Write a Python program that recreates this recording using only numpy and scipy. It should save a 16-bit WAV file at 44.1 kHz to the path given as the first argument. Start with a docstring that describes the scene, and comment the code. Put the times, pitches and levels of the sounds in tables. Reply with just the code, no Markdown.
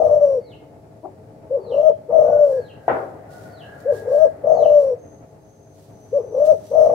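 """Caged dove in a yard

A caged spotted dove coos close by in three-note phrases: near-pure tones that flutter into a purr.
Standing waves ring its cage, shaped noise gives its feathers, its perch and the hiss of a single bang,
whose ring is a set of decaying modes. Small birds, as gliding tones with diffuse echoes, chirp and whistle
far off over a low outdoor murmur."""
import sys
import numpy as np
from scipy import signal
from scipy.fft import rfft, irfft
from scipy.io import wavfile
from scipy.ndimage import uniform_filter1d, minimum_filter1d

SR = 44100
rng = np.random.default_rng(int(sys.argv[2]) if len(sys.argv) > 2 else 0)


def generate_wav(sig):
    """Save sig (samples, or channels by samples) to the path in sys.argv[1] as 16-bit PCM at SR."""
    pcm = np.round(np.clip(np.atleast_2d(sig).T, -1, 1) * 32767).astype(np.int16)
    wavfile.write(sys.argv[1], SR, pcm)


N = 306054
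TIME = np.arange(N) / SR


def gain_of(db):
    """Logarithmic level: decibels become an amplitude ratio."""
    return 10 ** (np.asarray(db) / 20)


def evened(x):
    """Power normalization: scales a signal to rms 1."""
    return x / np.sqrt(np.mean(x ** 2) + 1e-20)


def read(points, hz):
    """Spectral interpolation along a logarithmic frequency axis."""
    point_hz, value = np.transpose(points)
    return np.interp(np.log(hz + 1), np.log(point_hz + 1), value)


def curves(rows):
    """Linear interpolation: a time axis over the rows, and each further column along it."""
    s, *columns = np.transpose(rows)
    t = np.arange(s[0], s[-1], 1 / SR)
    return [t] + [np.interp(t, s, column) for column in columns]


def add(mix, s, sound):
    """Superposition: adds a sound at time s, which may lie before time 0."""
    at = round(s * SR)
    sound = sound[max(-at, 0):]
    part = mix[max(at, 0):][:len(sound)]
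    part += sound[:len(part)]


def swell(t, centre_s, half_s):
    """Gaussian envelope of height 1; half_s is its half length at 1/e."""
    return np.exp(-((t - centre_s) / half_s) ** 2)


def wander(size, rate_hz):
    """Low-passed noise: a random fluctuation, of rms 1 over the whole scene's length."""
    hz = np.fft.rfftfreq(N, 1 / SR)
    lowpass = np.exp(-(hz / rate_hz) ** 2)
    return evened(irfft(rfft(rng.standard_normal(N)) * lowpass, N))[:size]


def tone(hz, overtones):
    """Harmonic series on a moving pitch, phase being the integral of frequency; 0 dB is rms 1."""
    phase = 2 * np.pi * np.cumsum(hz) / SR
    return np.sqrt(2) * sum(gain_of(db) * np.sin(round(multiple) * phase) for multiple, db in overtones)


# likeness of diffuse noise at the two microphones: frequency_hz, correlation (-1 to 1)
COHERENCE = [(60, .88), (300, .82), (640, .25), (1400, 0), (15000, .05)]
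# spectral difference between the microphones: frequency_hz, left_minus_right_db
LEFT_RIGHT_TILT = [(110, 0.5), (200, -1), (380, 3), (700, 5), (1300, 2), (2400, -2), (5000, -0.5),
                   (9000, -6.5), (15000, -3)]


def noise(spectrum):
    """Diffuse-field coherence: the microphones agree in the bass and hardly at all in the treble."""
    hz = np.fft.rfftfreq(N, 1 / SR)
    a, b = rfft(rng.standard_normal((2, N)))
    same = np.clip(read(COHERENCE, hz), -1, 1)
    pair = np.array([a, same * a + np.sqrt(1 - same ** 2) * b])
    pair *= gain_of(np.outer([.5, -.5], read(LEFT_RIGHT_TILT, hz)))
    x = irfft(pair * gain_of(read(spectrum, hz)), N)
    return x / x.mean(0).std()  # the mean of the two channels has rms 1


# ring time of the yard: frequency_hz, t60_s
YARD_RING = [(150, 0.63), (400, 0.76), (1000, 0.52), (2800, .36), (8000, 0.77)]


def dying(x):
    """Exponential reverberant decay: each band fades at the yard's own ring time."""
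    hz, t, bands = signal.stft(x, SR, nperseg=256)
    fade_db = -60 * t / read(YARD_RING, hz)[:, None]
    return signal.istft(bands * gain_of(fade_db), SR, nperseg=256)[1]


def yard(x):
    """Diffuse reverberation: convolution with decaying noise, independent at each microphone."""
    tail = dying(rng.standard_normal((2, SR)))
    tail[:, :300] = 0  # the echoes come after a short gap
    return signal.fftconvolve(x[None], tail / np.linalg.norm(tail[0]), axes=1)[:, :N]


# spectrum of the outdoor murmur: frequency_hz, relative_density_db (per Hz)
MURMUR_SPECTRUM = [(15, -69.5), (25, -30), (103, -1.5), (268, -9), (306, -7), (357, -13), (436, -5),
                   (569, -15.5), (650, -13.5), (794, -15.5), (868, -13), (991, -25), (1060, -24),
                   (2510, -36.5), (5000, -68), (6500, -70), (11000, -120)]
# slow course of the murmur's level: time_s, level_db
MURMUR_LEVEL = [(0, -48), (2.5, -47), (4.6, -46), (5.7, -51.5), (6.94, -43.5)]
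# faint hums: frequency_hz, level_db (against the murmur)
MURMUR_HUMS = [(104, -6.5), (150, -11), (298, -12), (400, -11), (442, -15), (542, -11), (640, -8.5),
               (700, -12.5), (845, -20.5)]


def murmur(murmur_db=0.0, swell_db=1.64):
    """Broadband ambient noise, with narrow-band hums whose pitch and amplitude waver."""
    level_db = np.interp(TIME, *np.transpose(MURMUR_LEVEL)) + swell_db * wander(N, 18)
    out = gain_of(murmur_db) * noise(MURMUR_SPECTRUM)
    for hz, db in MURMUR_HUMS:
        hum = tone(hz + 6 * wander(N, 14), [(1, db)]) * (1 + .35 * wander(N, 14))
        out += gain_of([[.5], [-.5]] * read(LEFT_RIGHT_TILT, np.array([hz]))) * hum
    return gain_of(level_db) * out


def thin_tone(length, hz, db, waver, droop_hz=0):
    """Frequency modulation: one soft-edged note that wavers and may droop in pitch."""
    size = int(length * SR)
    pitch_hz = (hz - droop_hz * np.linspace(0, 1, size)) * (1 + waver * wander(size, 140))
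    return gain_of(db) * signal.windows.tukey(size, .4) * tone(pitch_hz, [(1, 0)])


# far whistled notes, and at 1.771 s a thin high overtone of the dove's rising coo:
# start_s, length_s, pitch_hz, relative_level_db
WHISTLES_AND_OVERTONE = [(.39, .29, 2160, -63), (1.771, .13, 3160, -59.5), (2.233, 0.2, 1460, -46),
                         (2.512, 0.11, 1650, -45), (2.718, 0.19, 1610, -57), (3.262, 0.29, 1454, -48),
                         (3.62, .14, 1655, -41.5), (3.656, 0.18, 1416, -51.5), (3.837, 0.17, 1640, -40.5),
                         (3.997, .27, 1630, -48)]
# another bird's thin high notes: start_s, length_s, relative_level_db
HIGH_NOTES = [(4.48, 0.092, -55), (4.961, 0.22, -59), (5.354, 0.44, -64), (5.866, 0.32, -60.5),
              (6.14, 0.47, -60.5), (6.598, 0.31, -57.5)]
HIGH_HZ, HIGH_SINK_HZ_PER_S = 6530, 260  # pitch at the start of the series, and how fast the series sinks
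# far-off haze round the whistles: frequency_hz, relative_density_db (per Hz)
HAZE_SPECTRUM = [(200, -28), (450, 5.5), (720, 12), (950, -7.5), (1300, -4.5), (1600, -7), (1950, -6),
                 (2300, -20), (4000, -32.5)]
HAZE_AT_S, HAZE_WIDTH_S, HAZE_TOP_DB, HAZE_REST_DB = 3.7, 1.0, -47, -72.5  # it swells once


def whistles_and_overtone(direct_db=-10, echo_db=-2):
    """Direct-to-reverberant ratio: far whistles and one overtone of the coo, mostly as echoes, in a haze."""
    out = np.zeros(N)
    for s, length, hz, db in WHISTLES_AND_OVERTONE:
        add(out, s, thin_tone(length, hz, db, waver=0.019))
    for s, length, db in HIGH_NOTES:
        hz = HIGH_HZ - HIGH_SINK_HZ_PER_S * (s - HIGH_NOTES[0][0])
        add(out, s, thin_tone(length, hz, db, waver=0.012, droop_hz=109))
    haze_level = gain_of(HAZE_REST_DB) + gain_of(HAZE_TOP_DB) * swell(TIME, HAZE_AT_S, HAZE_WIDTH_S)
    return gain_of(direct_db) * out + gain_of(echo_db) * yard(out) + haze_level * noise(HAZE_SPECTRUM)


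# falling chirps of a small bird: reference_moment_s, relative_level_db
CHIRP_TIMES = [(0.527, -46.5), (1.726, -43.5), (2.701, -46.5), (3.616, -43.5), (4.646, -42.5)]
# shape of one chirp: time_s (from the reference moment), pitch_hz, relative_level_db, rasp (share of pitch)
CHIRP_SHAPE = [(-.125, 4575, -21.5, 0.0015), (-.08, 4480, -10, 0.011), (-.036, 3927, -8, 0.028),
               (-.02, 3700, -9, 0.063), (-.006, 3036, -1, 0.035), (.012, 2820, 3.5, .05),
               (.04, 2847, -6.5, 0.038), (.058, 2880, -21, 0.026)]


def chirps(level_db=-6, direct_db=-3):
    """Downward glide with random frequency modulation as rasp, drawn out by the yard's reverberation."""
    out = np.zeros(N)
    t, hz, shape_db, rasp = curves(CHIRP_SHAPE)
    for s, db in CHIRP_TIMES:
        raspy_hz = hz * (1 + rasp * wander(len(t), 250))
        add(out, s + t[0], gain_of(db + shape_db) * tone(raspy_hz, [(1, 0.018)]))
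    return gain_of(level_db) * (gain_of(direct_db) * out + yard(out))


# the bang and its first echoes: start_s, blow_level_db
BLOWS = [(2.8803, 6.5), (2.8846, -4), (2.906, -10)]
# what the struck thing rings with: frequency_hz, start_level_db, t60_s
STRUCK_MODES = [(594, -29.5, 0.55), (775, -22.5, 0.67), (944, -38, 0.38), (1630, -40, .26),
                (1880, -33.5, 0.31)]
# spectrum of the bang's tail: frequency_hz, relative_density_db (per Hz)
BANG_TAIL_SPECTRUM = [(59, -60), (100, -18.5), (183, -26.5), (279, -17.5), (626, -7.5), (751, -13.5),
                      (870, -14.5), (1620, -18.5), (1780, -27.5), (1950, -24.5), (8000, -87), (10400, -100),
                      (17600, -120)]


def bang(ring_hz=700, ring_s=0.0023, rise_s=0.0014, tail_db=-17, swell_s=0.0068, right_db=-4):
    """Impulse excitation of damped modes: a dull blow, a woody ring, two hard echoes and the yard's tail."""
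    t = TIME[:SR]
    blow = (1 - np.exp(-(t / rise_s) ** 2)) * np.exp(-t / ring_s) * np.sin(2 * np.pi * ring_hz * t)
    direct, tails = np.zeros(N), np.zeros((2, N))
    start = BLOWS[0][0]
    ring = sum(gain_of(db - 60 * t / t60) * np.sin(2 * np.pi * hz * t) for hz, db, t60 in STRUCK_MODES)
    add(direct, start, ring)
    for s, db in BLOWS:
        add(direct, s, gain_of(db) * blow)
    for channel, tail in zip(tails, dying(noise(BANG_TAIL_SPECTRUM)[:, :SR])):
        add(channel, start, tail[:SR] * (1 - np.exp(-t / swell_s)))
    return direct * gain_of([[0], [right_db]]) + gain_of(tail_db) * tails


# thuds as the dove bears down on its perch: loudest_moment_s, half_length_s, level_db
PERCH_THUDS = [(0.079, 0.16, -45), (2.36, .05, -44.5), (4.73, 0.03, -44.5)]
# spectrum of a thud: frequency_hz, relative_density_db (per Hz)
THUD_SPECTRUM = [(25, -26.5), (60, -1), (110, 2.5), (200, -13.5), (400, -33), (1500, -78.5)]


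def perch():
    """Low-frequency noise bursts: soft, dull thuds as the dove bears down on its perch."""
    level = sum(gain_of(db) * swell(TIME, s, half_s) for s, half_s, db in PERCH_THUDS)
    return level * noise(THUD_SPECTRUM)


# the dove shifts its feathers; at 2.933 s, the bang's bright hiss:
# loudest_moment_s, half_length_s (before rise and fall), relative_level_db
RUSTLES_AND_HISS = [(0.067, 0.082, -66.5), (1.79, .07, -68.5), (2.495, 0.073, -58), (2.933, .09, -63),
                    (3.319, 0.022, -56), (3.4, 0.076, -56.5), (3.68, .09, -69.5), (3.808, .03, -61),
                    (3.958, 0.042, -49.5), (4.149, 0.069, -54.5), (4.82, 0.029, -57.5), (5.802, 0.067, -62),
                    (6.045, 0.16, -71), (6.46, 0.012, -45), (6.488, 0.099, -57.5), (6.678, 0.054, -56.5)]
# spectrum of feathers, lent to the bang's hiss: frequency_hz, relative_density_db (per Hz)
FEATHER_SPECTRUM = [(1000, -2.5), (2500, 2), (4500, 7), (7500, 4), (12000, 1.5), (15000, -2)]


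def feathers_and_hiss(rest_db=-72, grain_db=2.0, rustle_db=-6.0, rise=0.8, fall=1.6):
    """Grainy noise bursts: feather friction and the bang's bright hiss, over a faint steady hiss."""
    level = np.zeros(N)
    for s, half_s, db in RUSTLES_AND_HISS:
        level += gain_of(db) * swell(TIME, s, half_s * np.where(TIME < s, rise, fall))
    grain = gain_of(rustle_db + grain_db * wander(N, 300))
    return (gain_of(rest_db) + level * grain) * noise(FEATHER_SPECTRUM)


# standing waves round the cage: frequency_hz, width_hz, left_gain, right_gain (before the right's loss),
# right_lead_rad
CAGE_MODES = [(641.3, 12, 3.15, 1.6, 2.5), (589.9, 16, 1.6, 1.2, -0.76), (457.3, 54, 0.85, 0.38, 0.3),
              (737, 15, 2.4, 0.45, 1.76), (381, 8.4, 3.2, 1.4, -0.2), (820, 37, 3.3, 0.34, 2.6)]


def cage(x, right_db=-3):
    """Resonance: standing waves swell as the pitch passes them; the right microphone is farther."""
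    out = np.array([x, x])
    for hz, width, left, right, lead in CAGE_MODES:
        r = np.exp(-np.pi * width / SR)
        ring = 2 * signal.lfilter([1 - r], [1, -r * np.exp(2j * np.pi * hz / SR)], x)
        out += np.outer([left, right * np.exp(1j * lead)], ring).real
    return out * gain_of([[0], [right_db]])


# the three notes of a phrase, each: time_s (from its start), pitch_hz, effort_db, purr_depth (0-1),
# all before the variations of the single coo
SHORT = [(0, 422.3, -49.5, 0.6), (.017, 497.3, -20.5, 0), (.036, 567, -19.5, 0.16), (.06, 570, -15.5, 0),
         (.088, 470, -21.5, .5), (.113, 409.6, -34.5, 0.7), (.16, 444, -38, 0.4)]
RISING = [(0, 429.8, -41, 0.72), (.045, 457.4, -36, 0.5), (.09, 500.6, -20, 0.61), (.15, 582.7, -16.5, 0.4),
          (.19, 616.5, -20, 0.34), (.226, 633.2, -11.5, 0.044), (.25, 619, -11, .05), (.27, 500.7, -18, 1),
          (.295, 427.3, -42, .4)]
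LONG = [(0, 394, -47, 0.35), (.02, 512.3, -24.5, 0.94), (.065, 634.9, -17, .55), (.12, 623.6, -12, 0.38),
        (.21, 601.3, -16, 0.79), (.285, 592, -16.5, 0.37), (.357, 581.7, -14, .04), (.41, 553.4, -17, 0.24),
        (.48, 523.8, -19, .1), (.517, 487, -20.5, .1), (.537, 464, -32, .4)]
NOTE_SHAPES = {"short": SHORT, "rising": RISING, "long": LONG}
# a long note chokes for a moment and purrs fully: centre_s, half_length_s, depth_db
CHOKED_MOMENTS = [(0.023, 0.017, 7.5), (0.093, .015, 6), (0.198, 0.013, 16.5), (2.383, 0.0075, 11),
                  (4.573, .03, 8), (6.913, .025, 5)]


def gesture(start, note, stretch, pitch, level_db, purring):
    """Control curves of phonation: time, pitch, effort and purr of one coo, with any catch in it."""
    shape = np.array(NOTE_SHAPES[note]) * [stretch, pitch, 1, purring] + [start, 0, level_db, 0]
    t, hz, effort_db, purr = curves(shape)
    for s, half_s, depth_db in CHOKED_MOMENTS:
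        catch = swell(t, s, half_s)
        effort_db = effort_db - depth_db * catch
        purr = purr + (1 - purr) * catch
    return t, hz, effort_db, np.clip(purr, 0, 1)


# overtones of the coo: multiple (of the pitch), relative_level_db
COO_OVERTONES = [(2, -36.5), (3, -57.5), (5, -60)]
MID_PITCH_HZ = 600
# air whistles thinly through the nostrils: pitch and level at the coo's middle pitch, waver as a share
NOSTRIL_HZ, NOSTRIL_DB, NOSTRIL_WAVER = 6020, -48.5, .026
NOSTRIL_FOLLOWS = .36  # its pitch goes as the coo's pitch to this power


def coo(t, hz, effort_db, purr, flow_db, purr_hz=56, uneven=.13, sag_hz=110, choke_db=8, rough_db=5.0,
        second_hz=486, second_db=-8, weak_db=-33, strain=0.76, build_s=0.046):
    """Syrinx oscillation: a near-pure tone that flutters in the purr, joined by the other side's lower tone."""
    size = len(t)
    beats = np.cumsum(purr_hz * (1 + uneven * wander(size, 20))) / SR
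    dip = np.sin(np.pi * beats) ** 2  # pitch and loudness drop together once a beat
    jitter_hz = 20 * wander(size, 200)
    weak = np.minimum(gain_of(weak_db - effort_db), 1)  # with little air the tone turns husky
    pitch_hz = hz + purr * sag_hz * (.5 - dip) + (purr + 3 * weak) * jitter_hz
    pulse = gain_of(purr * (rough_db * wander(size, 85) - choke_db * dip))
    pulse /= np.sqrt(uniform_filter1d(pulse ** 2, size=2200))  # the flutter keeps the average power
    level = gain_of(effort_db) * signal.windows.tukey(size, .015)
    second = gain_of(second_db) * purr * tone(second_hz + jitter_hz, [(1, 0)])
    # the swollen throat radiates only a narrow band, so the flutter stays soft
    throat = signal.butter(2, [390, 790], "bandpass", fs=SR, output="sos")
    hollow = signal.sosfiltfilt(throat, level * (pulse * tone(pitch_hz, [(1, 0.013)]) + second))
    # pressure builds as the note goes on and rises, and with it the overtones and the rush of air
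    pitch_ratio = hz / MID_PITCH_HZ
    build = 1 - np.exp(-(t - t[0]) / build_s)
    flow = uniform_filter1d(level, size=1500) * build * pitch_ratio ** strain
    overtones = tone(hz + purr * jitter_hz, COO_OVERTONES)
    nostril_hz = NOSTRIL_HZ * pitch_ratio ** NOSTRIL_FOLLOWS * (1 + NOSTRIL_WAVER * wander(size, 500))
    nostril = tone(nostril_hz, [(1, NOSTRIL_DB + flow_db)])
    return hollow + flow * (pulse * overtones + nostril), gain_of(flow_db) * flow


# the coos: start_s, note, length_factor, pitch_factor, level_db (added to effort), purr_factor, air_db
COOS = [(-.114, "long", .965, 1.003, .7, .7, .5), (1.495, "short", .99, .99, -1, 1.1, -9),
        (1.638, "rising", 1.001, 1.001, -.5, 1.15, -2), (2.078, "long", 1.001, 1.001, -.5, 1.2, -1.5),
        (3.845, "short", 1.02, 1.005, -.3, 1.01, -6), (4.004, "rising", .975, 1.001, .4, .75, -.5),
        (4.423, "long", .99, 1.001, .3, .9, .5), (6.115, "short", .98, 1.008, .5, .8, .5),
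        (6.268, "rising", .995, 1.001, .5, .72, 1.5), (6.698, "long", 1.001, 1.001, 1.2, .8, 3)]
# a short low grunt between phrases: time_s, pitch_hz, level_db (before the overtone levels)
GRUNT_SHAPE = [(1.03, 306, -47.5), (1.042, 309.5, -38.5), (1.058, 352.6, -35), (1.075, 332, -46.5),
               (1.095, 310, -44.5)]
# overtones of the grunt: multiple (of the pitch), relative_level_db
GRUNT_OVERTONES = [(1, -2.5), (2, 0.5), (3, -10.5)]
# air rushing through the throat with a coo: frequency_hz, relative_density_db (per Hz)
AIR_SPECTRUM = [(30, -14.5), (70, 2.5), (130, 0), (300, -3.5), (500, -20.5), (850, 5.5), (1300, -8),
                (2000, -21.5), (4500, -37), (5800, -9.5), (6600, -35.5), (15000, -42)]
# husky rasp that goes with the purr: frequency_hz, relative_density_db (per Hz)
RASP_SPECTRUM = [(40, -20), (100, -0.5), (200, -2.5), (330, -1), (500, -9.5), (850, 7), (1000, -4.5),
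                 (1200, -4.5), (1400, -23.5), (2200, -32), (5000, -49.5)]
RASP_DB, RASP_FOLLOWS = -27, 0.54  # level at full purr and 0 dB effort, and the share of effort it follows


def dove(air_db=-35, yard_db=-21, chest_db=-48):
    """Source and resonator: coos and grunt ring the cage, with turbulent air, rasp and brushing chest."""
    voice, flow, rasp, grunt = np.zeros((4, N))
    for start, *manner, flow_db in COOS:
        t, hz, effort_db, purr = gesture(start, *manner)
        sound, air_level = coo(t, hz, effort_db, purr, flow_db)
        rasp_level = purr * gain_of(RASP_DB + RASP_FOLLOWS * effort_db)
        add(voice, start, sound)
        add(flow, start, air_level)
        add(rasp, start, rasp_level * signal.windows.tukey(len(t), .1))
    t, hz, db = curves(GRUNT_SHAPE)
    rough_hz = hz * (1 + 0.11 * wander(len(t), 200))
    add(grunt, t[0], gain_of(db) * tone(rough_hz, GRUNT_OVERTONES))
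    breath = gain_of(air_db) * noise(AIR_SPECTRUM)
    chest = gain_of(chest_db) * noise(FEATHER_SPECTRUM)  # the swelling chest brushes
    air = flow * (breath + chest) + rasp * noise(RASP_SPECTRUM)
    return cage(voice + grunt) + gain_of(yard_db) * yard(voice + grunt) + air


def scene():
    """Superposition of all sources at the two microphones."""
    return murmur() + whistles_and_overtone() + chirps() + bang() + perch() + feathers_and_hiss() + dove()


EDGE_HZ = 15800


def record(dry):
    """Peak limiting and band limiting: a smoothed gain holds the loudest beats under full scale."""
    limit = 1 / np.maximum(abs(dry).max(0) / .95, 1)
    held = dry * uniform_filter1d(minimum_filter1d(limit, size=400), size=400)
    held = held * signal.windows.tukey(N, .0008)  # soft ends
    lowpass = signal.firwin(511, EDGE_HZ, window=("kaiser", 9), fs=SR)
    return signal.oaconvolve(held, lowpass[None], "same")


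dry = scene()
out = record(dry)
generate_wav(out)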